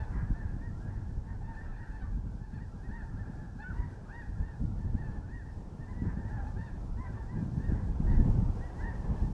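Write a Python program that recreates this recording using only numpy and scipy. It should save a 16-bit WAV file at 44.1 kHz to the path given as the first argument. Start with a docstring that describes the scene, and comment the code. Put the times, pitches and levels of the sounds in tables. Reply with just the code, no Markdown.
"""Geese over windy trees

A flock of geese passes high over bare trees, honking in overlapping calls; one voice cracks
into a clear high note. The trees scatter the calls, and the far birds blend into a gabble.
Wind buffets the microphone in lumps and hisses in the twigs, with one strong gust near the end."""
import sys
import numpy as np
from scipy import signal
from scipy.fft import rfft, irfft, next_fast_len
from scipy.io import wavfile
from scipy.ndimage import map_coordinates

SR = 44100
rng = np.random.default_rng(int(sys.argv[2]) if len(sys.argv) > 2 else 0)


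def inscribe(sig):
    """Save sig as 16-bit PCM at rate SR to the path in sys.argv[1].

    A 1-D sig is mono; a 2-D sig holds one channel per row.
    Samples are clipped to [-1, 1] before scaling.
    """
    pcm = np.round(np.clip(np.atleast_2d(sig).T, -1, 1) * 32767)
    wavfile.write(sys.argv[1], SR, pcm.astype(np.int16))


N = 411453

# One row per nearby honk. Its crest is the top of its pitch; its partials are the tones stacked in it.
# level_db sets the second partial; fundamental_db shifts the first, reed_db the third to sixth.
# Columns: crest_s, rise_s, fall_s, crest_hz, bend_hz, level_db, fundamental_db, reed_db, roughness
HONKS = [(.01, 0.046, 0.033, 871, 19, -59.5, 4, 8, 0.42), (.183, 0.066, 0.058, 830, 30, -64, -13, -8, 0.72),
         (.28, 0.039, .03, 865, 25, -67, -8, -8, 0.14), (.385, .06, 0.067, 902, 70, -61, -4, -6, 0.25),
         (.455, 0.042, .08, 895, 80, -69, -2, -3, 0.5), (.655, 0.059, 0.046, 943, 58, -63.5, -7, -12, 0),
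         (.86, 0.052, 0.03, 838, 10.6, -66, -17, -8, 0.23), (.915, 0.034, 0.14, 890, 36, -68, -2, -3, 0.48),
         (1.3, 0.048, .06, 910, 21.4, -66.5, 0.5, -10, 0.48),
         (1.49, 0.064, 0.064, 915, 40, -64.5, 7, 2, 0.34),
         (1.582, 0.039, 0.027, 898, 90, -61.5, -4.5, -3, 0.25),
         (1.64, .045, 0.038, 945, 70, -63.5, -2, -2, 0.33), (1.69, 0.029, .04, 655, 15, -68, -14, 2, .13),
         (1.77, .02, 0.029, 900, 70, -62, -4, 0, 0.2),
         (1.805, 0.046, 0.073, 953, 130, -63.5, -4.5, -1, 0.2),
         (1.85, .02, 0.03, 770, 33, -66, -5, 3, 0.34), (1.95, .05, .07, 887, 70, -64.5, -1, 1, 0.37),
         (2.02, .02, .025, 765, 14, -64, -4, 4, 0.2), (2.06, .03, 0.033, 587, 29, -65.5, -16, -5, 0.49),
         (2.46, .06, .04, 887, 38, -71, 6, 2, .25), (2.555, .03, 0.037, 890, 100, -65.5, -4, 4, .15),
         (2.625, 0.04, .03, 945, 110, -65.5, -4, 3, 0.2), (2.864, .035, .025, 953, 100, -66, -10, -6, 0),
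         (2.96, 0.06, 0.063, 935, 72, -57, -2.5, -3, 0.3), (3.055, .04, 0.074, 905, 34, -69, 3, -5, 0.28),
         (3.21, 0.054, 0.052, 885, 146, -65.5, -12, -13, 0.3),
         (3.27, 0.027, 0.03, 810, 24, -71, -10, -4, 0.2),
         (3.41, 0.066, 0.075, 868, 75, -65.5, 2.5, -10, 0.34),
         (3.63, 0.04, .012, 897, 91, -56, -0.5, 0, 0.25), (3.815, .08, 0.077, 971, 50, -66, 4, 6, 0.59),
         (4.072, 0.021, 0.023, 640, 15, -68.5, -16, -4, 0.2),
         (4.177, 0.066, 0.061, 960, 106, -54.5, -7, -3, 0.13),
         (4.245, .025, 0.026, 850, 42, -67, -7, 4, .3), (4.485, 0.097, .06, 932, 114, -63.5, -6, -2, 0.2),
         (5.003, 0.041, 0.037, 935, 90, -61.5, -3, -1, .2), (5.05, 0.024, 0.052, 895, 56, -65, 1, 1, 0.14),
         (5.15, 0.052, .04, 875, 22, -66, -6, -4, 0.16), (5.178, 0.019, 0.019, 850, 15, -69, 7.5, -4, 0.03),
         (5.238, .02, .03, 750, 10, -72, -6, -4, .1), (5.355, 0.061, 0.063, 957, 100, -60.5, -11, -3, 0.18),
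         (5.49, 0.048, .05, 924, 53, -66.5, -5, -2, .35), (5.83, 0.039, .055, 905, 5, -66.5, -9, -2, 0.1),
         (5.903, 0.032, 0.039, 1020, 74, -67.5, 4.5, -2, 0.2),
         (5.995, .055, 0.053, 982, 27, -66, -5, -1, 0.14), (6.09, 0.053, 0.058, 885, 21, -63, -3, -5, 0.56),
         (6.21, .05, 0.028, 925, 45, -64, -4, -4, .1), (6.275, .035, .075, 955, 29, -66.5, -2, -5, 0.16),
         (6.345, 0.047, 0.062, 870, 67, -59.5, -1, -8, 0.32),
         (6.41, 0.029, .03, 815, 34.5, -62.5, 7, -4, 0.35), (6.5, 0.057, 0.027, 875, 46, -67, 9, 3, 0.42),
         (6.635, 0.063, 0.063, 928, 75, -60.5, -1.5, 3, 0.25),
         (7.025, 0.044, 0.057, 1020, 78, -62.5, 6, -6, 0.29),
         (7.075, 0.04, 0.048, 790, 21, -65, -3, 2, 0.28), (7.16, 0.019, 0.027, 593, 45, -63, -10, -3, 0.3),
         (7.19, 0.054, 0.053, 905, 42, -65.5, 0.5, -1, 0.35),
         (7.33, 0.049, 0.045, 1004, 70, -64.5, 1, -1, .1), (7.385, 0.041, 0.062, 820, 29, -69, -3, 4, 0.15),
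         (7.657, 0.058, 0.069, 932, 88, -59.5, -13, -1, 0.28),
         (7.795, 0.053, 0.043, 976, 60, -68.5, 4, -2, 0.64),
         (8.095, .028, 0.063, 946, 81, -58, 0.5, 3, 0.33), (8.145, 0.04, 0.033, 990, 30, -63, -1, -2, 0.36),
         (8.215, .03, 0.04, 890, 32, -64, 1, 0, 0.23), (8.45, 0.052, 0.037, 945, 80, -74, 13, -1, 0.25),
         (8.652, .055, 0.059, 980, 106, -64, -11, -1, 0.1),
         (8.825, 0.059, 0.025, 995, 36, -61.5, -1, -3, .06),
         (8.882, .064, 0.031, 942, 80, -51.5, -5.5, -7, 0.17),
         (8.94, 0.029, .04, 920, 31, -67, -7, -5, 0.59), (9.05, 0.029, 0.03, 865, 10, -71, 1, -4, 0.06),
         (9.175, .02, 0.036, 885, 54, -68, -7, 2, 0), (9.255, 0.048, 0.03, 915, 60, -68, 3.5, 4, .26)]
# The throat's colour on a hoarse call. Columns: frequency_hz, level_db
RASP_SPECTRUM = [(400, -35), (750, -6.5), (950, 10), (1300, 2), (1700, 3.5), (2000, -0.5), (2300, -9.5),
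                 (3000, -31), (9000, -82)]

def near_geese(voice_db=4.5, rasp_db=18, ground_db=-15):
    """The clearest birds, each heard again off the ground; the hoarsest calls break up into noise."""
    voices, hoarseness = np.zeros(N), np.zeros(N)
    for crest_s, rise_s, fall_s, crest_hz, bend_hz, level_db, fundamental_db, reed_db, rough in HONKS:
        rough = np.clip(rough, 0, 1)
        hz_per_s = bend_hz / max(rise_s, fall_s)  # the longer side of the call bends further
        start_hz, end_hz = crest_hz - hz_per_s * rise_s, crest_hz - hz_per_s * fall_s
        call, envelope = honk(rise_s, fall_s, start_hz, crest_hz, end_hz, fundamental_db, rough, reed_db)
        call = amp(level_db + voice_db) * call
        start_s = crest_s - 1.5 * rise_s  # a soft scoop comes ahead of the loud part
        add(voices, start_s, call)
        add(voices, start_s + rng.uniform(.005, .01), amp(ground_db) * call)
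        add(hoarseness, start_s, amp(level_db + rasp_db) * rough ** 2.8 * envelope)
    return voices + hoarseness * noise(RASP_SPECTRUM)


# The second partial weakens as it climbs past the main resonance. Columns: frequency_hz, gain_db
MAIN_RESONANCE = [(1780, 0.5), (2050, -4.5)]
# How the throat's resonances shape the third to sixth partials. Columns: frequency_hz, gain_db
THROAT_RESONANCES = [(2100, -19.5), (2550, -19.5), (2850, -26), (3150, -28.5), (3650, -26.5), (3950, -30),
                     (4350, -24), (5000, -34.5), (6200, -42.5)]

def honk(rise_s, fall_s, start_hz, crest_hz, end_hz, fundamental_db, rough, reed_db,
         waver=.009, jitter=.04, flutter_db=7, fade_db=7, rattle=.55, growl=.85, growl_hz=215):
    """One call and its loudness curve: the pitch scoops up and sags, and the low ends are hoarsest."""
    t = np.arange(-1.5 * rise_s, 1.5 * fall_s, 1 / SR)
    size = len(t)
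    away = np.abs(t) / np.where(t < 0, rise_s, fall_s)  # 0 at the crest, 1 at the loud part's edges
    rough = rough * (.9 + .5 * away ** 2)
    pitch_hz = crest_hz - (crest_hz - np.where(t < 0, start_hz, end_hz)) * away ** 1.558
    pitch_hz -= 31.9 * away ** 3  # low air pressure drops both ends further
    pitch_hz *= 1 + waver * wobble(80.9, size) + jitter * rough * wobble(262.3, size)
    phase = phase_of(pitch_hz)
    partials_db = [fundamental_db, along(MAIN_RESONANCE, 2 * pitch_hz)]
    partials_db += [along(THROAT_RESONANCES, k * pitch_hz) + reed_db for k in range(3, 7)]
    # a second, slower vibration puts a growling side tone under each partial
    growl_phase = phase_of(growl_hz * (1 + .15 * wobble(60, size)))
    side_tone = growl * rough * np.exp(-1j * growl_phase)
    voice = np.zeros(size)
    for k, level_db in enumerate(partials_db, start=1):
        # uneven beats of the voice's membrane smear each partial into noise, the high ones most
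        smear = rattle * rough * k / 2 * (wobble(450, size) + 1j * wobble(450, size))
        # swirling air makes each partial flicker, the high ones most
        flicker = amp((2 if k < 3 else 4) * wobble(51, size))
        partial = np.real((1 + smear + side_tone * min(k, 2) / 2) * np.exp(1j * k * phase))
        voice += amp(level_db) * unit(flicker * partial)
    to_edge_s = np.minimum(t - t[0], t[-1] - t)
    envelope = amp(-fade_db * away ** 2.5) * np.minimum(to_edge_s / .014, 1)
    flutter = unit(amp(flutter_db * np.minimum(rough, .6) * wobble(155, size)))
    return voice * envelope * flutter, envelope


# The path of the one high note. Columns: time_s, pitch_hz, level_db
CRACKED_NOTE = [(3.625, 1480, -70), (3.642, 1457, -47), (3.675, 1506, -46), (3.697, 1554, -55),
                (3.708, 1440, -48), (3.728, 1230, -65), (3.76, 1190, -90)]

def cracked_note(octave_db=-33, low_voice_db=-28, waver=.0049):
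    """One voice jumps up to an almost pure tone, with a trace of its low voice between the partials."""
    pitch_hz, level_db = curves(CRACKED_NOTE)
    t = np.arange(N) / SR
    phase = phase_of(pitch_hz * (1 + waver * wobble(200)))
    sounding = (t > CRACKED_NOTE[0][0]) & (t < CRACKED_NOTE[-1][0])
    tone = np.sin(phase) + amp(low_voice_db) * np.sin(1.5 * phase) + amp(octave_db) * np.sin(2 * phase)
    return amp(level_db) * sounding * unit(tone)


# How the distant gabble swells and fades. Columns: time_s, level_db
FLOCK_LEVELS = [(0.0, -63.5), (1.3, -70), (1.74, -62.5), (2.26, -72), (3.01, -65), (5.22, -68.5),
                (5.69, -73.5), (6.24, -64.5), (6.73, -67.5), (8.94, -65.5), (9.33, -81)]

def far_geese(count=130, typical_hz=900, spread=.055, gain_db=-.5):
    """The rest of the flock: many weak calls, each with its own pitch and length."""
    gabble = np.zeros(N)
    for i, (when, rise, fall, rough) in enumerate(rng.random((count, 4))):
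        crest_hz = typical_hz * np.exp(spread * rng.triangular(-6, 0, 1.5))
        call, _ = honk(.04 + .0401 * rise, .04 + .04 * fall, .88 * crest_hz, crest_hz, .84 * crest_hz,
                       fundamental_db=-2.5, rough=.22 + .37 * rough, reed_db=0)
        add(gabble, (i + when - 1) / count * N / SR, call)
    return amp(curves(FLOCK_LEVELS)[0] + gain_db) * unit(gabble)


# How long the echo takes to fade by 60 dB. Columns: frequency_hz, fade_s
ECHO_TIMES = [(500, 0.12), (1800, 0.59), (5000, 0.35)]

def woodland_echo(calls):
    """Trunks and ground scatter the calls into a soft tail."""
    hz, t, spectra = signal.stft(rng.standard_normal(SR), SR, nperseg=256)
    decay = amp(-60 * t / along(ECHO_TIMES, hz)[:, None])
    _, tail = signal.istft(spectra * decay, SR, nperseg=256)
    return signal.fftconvolve(calls, tail / np.linalg.norm(tail))[:N]


# The breeze at the microphone, between gusts. 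Columns: time_s, rumble_db, buffet_db
BREEZE_LEVELS = [(0, -36, -45), (1, -38.5, -44.5), (1.6, -41, -48.5), (3.4, -40.5, -45), (4.1, -45.5, -48),
                 (4.6, -36.5, -43.5), (5.7, -43, -45.5), (6.2, -36.5, -42.5), (7.25, -42, -49.5),
                 (7.6, -35, -35.5), (7.85, -31.5, -38.5), (7.97, -37, -45), (8.02, -33, -40),
                 (8.5, -34.5, -43), (8.7, -37, -47.5), (9.33, -33, -37.5)]
# The colours of the deep rumble and of the flapping buffet above it. Columns: frequency_hz, level_db
RUMBLE_SPECTRUM = [(8, -28), (22, -0.5), (42, 3), (70, -2), (105, -3), (160, -23), (400, -89.5)]
BUFFET_SPECTRUM = [(50, -21), (110, 1), (200, -2), (300, -12.5), (450, -23), (800, -45), (1500, -64.5),
                   (4000, -120)]

def microphone_wind():
    """Air swirls at the microphone: each lump swells the rumble and, more sharply, the buffeting."""
    rumble_db, buffet_db = curves(BREEZE_LEVELS) + gusts()
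    lumps = wobble(40)
    rumble = unit(amp(2 * lumps) * noise(RUMBLE_SPECTRUM))
    buffet = unit(amp(3 * lumps) * noise(BUFFET_SPECTRUM))
    return amp(rumble_db + .5) * rumble + amp(buffet_db) * buffet


# Gusts on top of the breeze. Columns: peak_s, length_s, rumble_rise_db, buffet_rise_db
GUSTS = [(0.32, 0.033, 7.5, 6), (0.844, 0.1, 0, 3.5), (1.192, 0.036, 8, 3.5), (2.14, 0.16, 5, 1),
         (3.816, 0.2, 8, 3), (4.367, 0.094, 5.5, 0), (4.66, 0.099, 1.5, 6), (4.901, 0.1, 6, 5.5),
         (6.05, 0.082, 3.5, 4.5), (6.897, 0.14, 5, 4), (7.401, 0.12, -1, 9.5), (7.738, 0.047, 9, 4.5),
         (8.271, 0.42, 8, 8)]

def gusts():
    """Each gust swells and dies smoothly; gives the decibels added to the rumble and the buffeting."""
    t = np.arange(N) / SR
    return sum(np.outer(rises_db, np.exp(-np.abs(2 * (t - peak_s) / length_s) ** 3 / 2))
               for peak_s, length_s, *rises_db in GUSTS)


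# Single whirls of air that hit the microphone. Columns: time_s, relative_level_db
EDDIES = [(0.303, -25.5), (0.562, -31.5), (2.17, -32.5), (3.296, -32), (4.636, -28.5), (4.948, -26.5),
          (6.016, -26), (6.17, -29.5), (7.104, -32.5), (7.424, -25.5), (7.718, -25), (8.0, -22),
          (8.292, -23.5), (8.424, -24.5)]

def eddies(delay_s=.00466, gain_db=3, centre_hz=155):
    """Each eddy gives one short push of pressure between two shallow dips."""
    bumps, t = np.zeros(N), np.arange(-.015, .015, 1 / SR)
    angle = np.pi * centre_hz * t
    push = (1 - 2 * angle ** 2) * np.exp(-angle ** 2)
    for time_s, level_db in EDDIES:
        add(bumps, time_s + delay_s + t[0], amp(level_db + gain_db) * push)
    return bumps


# How the wind in the treetops swells and fades. Columns: time_s, level_db
TREE_WIND_LEVELS = [(0, -59.5), (.9, -62.5), (2.35, -64.5), (2.9, -63), (4.83, -61.5), (5.4, -62.5),
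                    (6.4, -59.5), (7.25, -60), (7.7, -56.5), (7.95, -57.5), (8.2, -53.5), (9.0, -55.5),
                    (9.33, -55)]
# The colours of the treetops' rush and of the twigs' hiss. Columns: frequency_hz, level_db
RUSH_SPECTRUM = [(100, -29), (300, 3.5), (480, 1.5), (660, -2.5), (850, 1.5), (1050, -5), (1300, -14.5),
                 (1900, -20.5), (2300, -24), (3500, -30), (9000, -100)]
HISS_SPECTRUM = [(1000, -7), (2500, -2), (4000, 3.5), (5500, 5), (8000, 0), (10000, -5.5), (12000, -15),
                 (13500, -19.5)]

def tree_wind(rush_gain_db=3.5, sway_db=1.2, mean_hiss_db=-74, hiss_follows=.57):
    """Air rushes through the treetops; the hiss of the twigs follows it more gently."""
    rush_db, = curves(TREE_WIND_LEVELS)
    hiss_db = mean_hiss_db + hiss_follows * (rush_db - rush_db.mean())
    rush = amp(rush_db + rush_gain_db + sway_db * wobble(7)) * noise(RUSH_SPECTRUM)
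    hiss = amp(hiss_db + .81 * wobble(16)) * noise(HISS_SPECTRUM)
    return rush + hiss


def amp(db):
    """Turn decibels into a multiplier."""
    return 10 ** (np.asarray(db) / 20)


def unit(x):
    """Scale to an average strength (rms) of 1."""
    return x / np.sqrt(np.mean(x ** 2) + 1e-20)


def phase_of(pitch_hz):
    """Add up a changing pitch into the angle of its wave."""
    return 2 * np.pi * np.cumsum(pitch_hz) / SR


def along(points, hz):
    """Read between (frequency_hz, value) points on a log frequency scale."""
    point_hz, values = np.transpose(points)
    return np.interp(np.log(hz + 1), np.log(point_hz + 1), values)


def curves(rows):
    """One value per sample for each column after the time."""
    times_s, *columns = np.transpose(rows)
    return [np.interp(np.arange(N) / SR, times_s, column) for column in columns]


def wobble(rate, size=N):
    """A smooth curve through `rate` random points a second."""
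    points = rng.standard_normal(int(size * rate / SR) + 4)
    return map_coordinates(points, [np.arange(size) * rate / SR])


def filtered(x, response):
    """Scale each frequency in x by response(hz)."""
    size = next_fast_len(N + SR // 2)
    return irfft(rfft(x, size) * response(np.fft.rfftfreq(size, 1 / SR)), size)[:N]


def noise(spectrum):
    """Noise of strength 1 with the given colour."""
    return unit(filtered(rng.standard_normal(N), lambda hz: amp(along(spectrum, hz))))


def add(track, start_s, sound):
    """Mix a sound into the track, dropping what falls outside it."""
    at = round(start_s * SR)
    sound = sound[max(-at, 0):max(N - at, 0)]
    track[max(at, 0):][:len(sound)] += sound


def scene():
    """Geese overhead, their echo, and the wind; the far birds arrive mostly as echo."""
    near, far, crack = near_geese(), far_geese(), cracked_note()
    echo = woodland_echo(amp(-9.5) * near + far + amp(-8.5) * crack)
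    return (near + crack + amp(-6) * far + echo + microphone_wind() + eddies() + tree_wind())[None]


def record(dry):
    """The sound starts and stops softly, and the very highest treble is cut away."""
    fade_s, top_hz = .004, 13400
    fade = np.minimum(np.arange(N) / SR / fade_s, 1)
    return filtered(dry[0] * fade * fade[::-1], lambda hz: hz < top_hz)[None]


dry = scene()
out = record(dry)
inscribe(out)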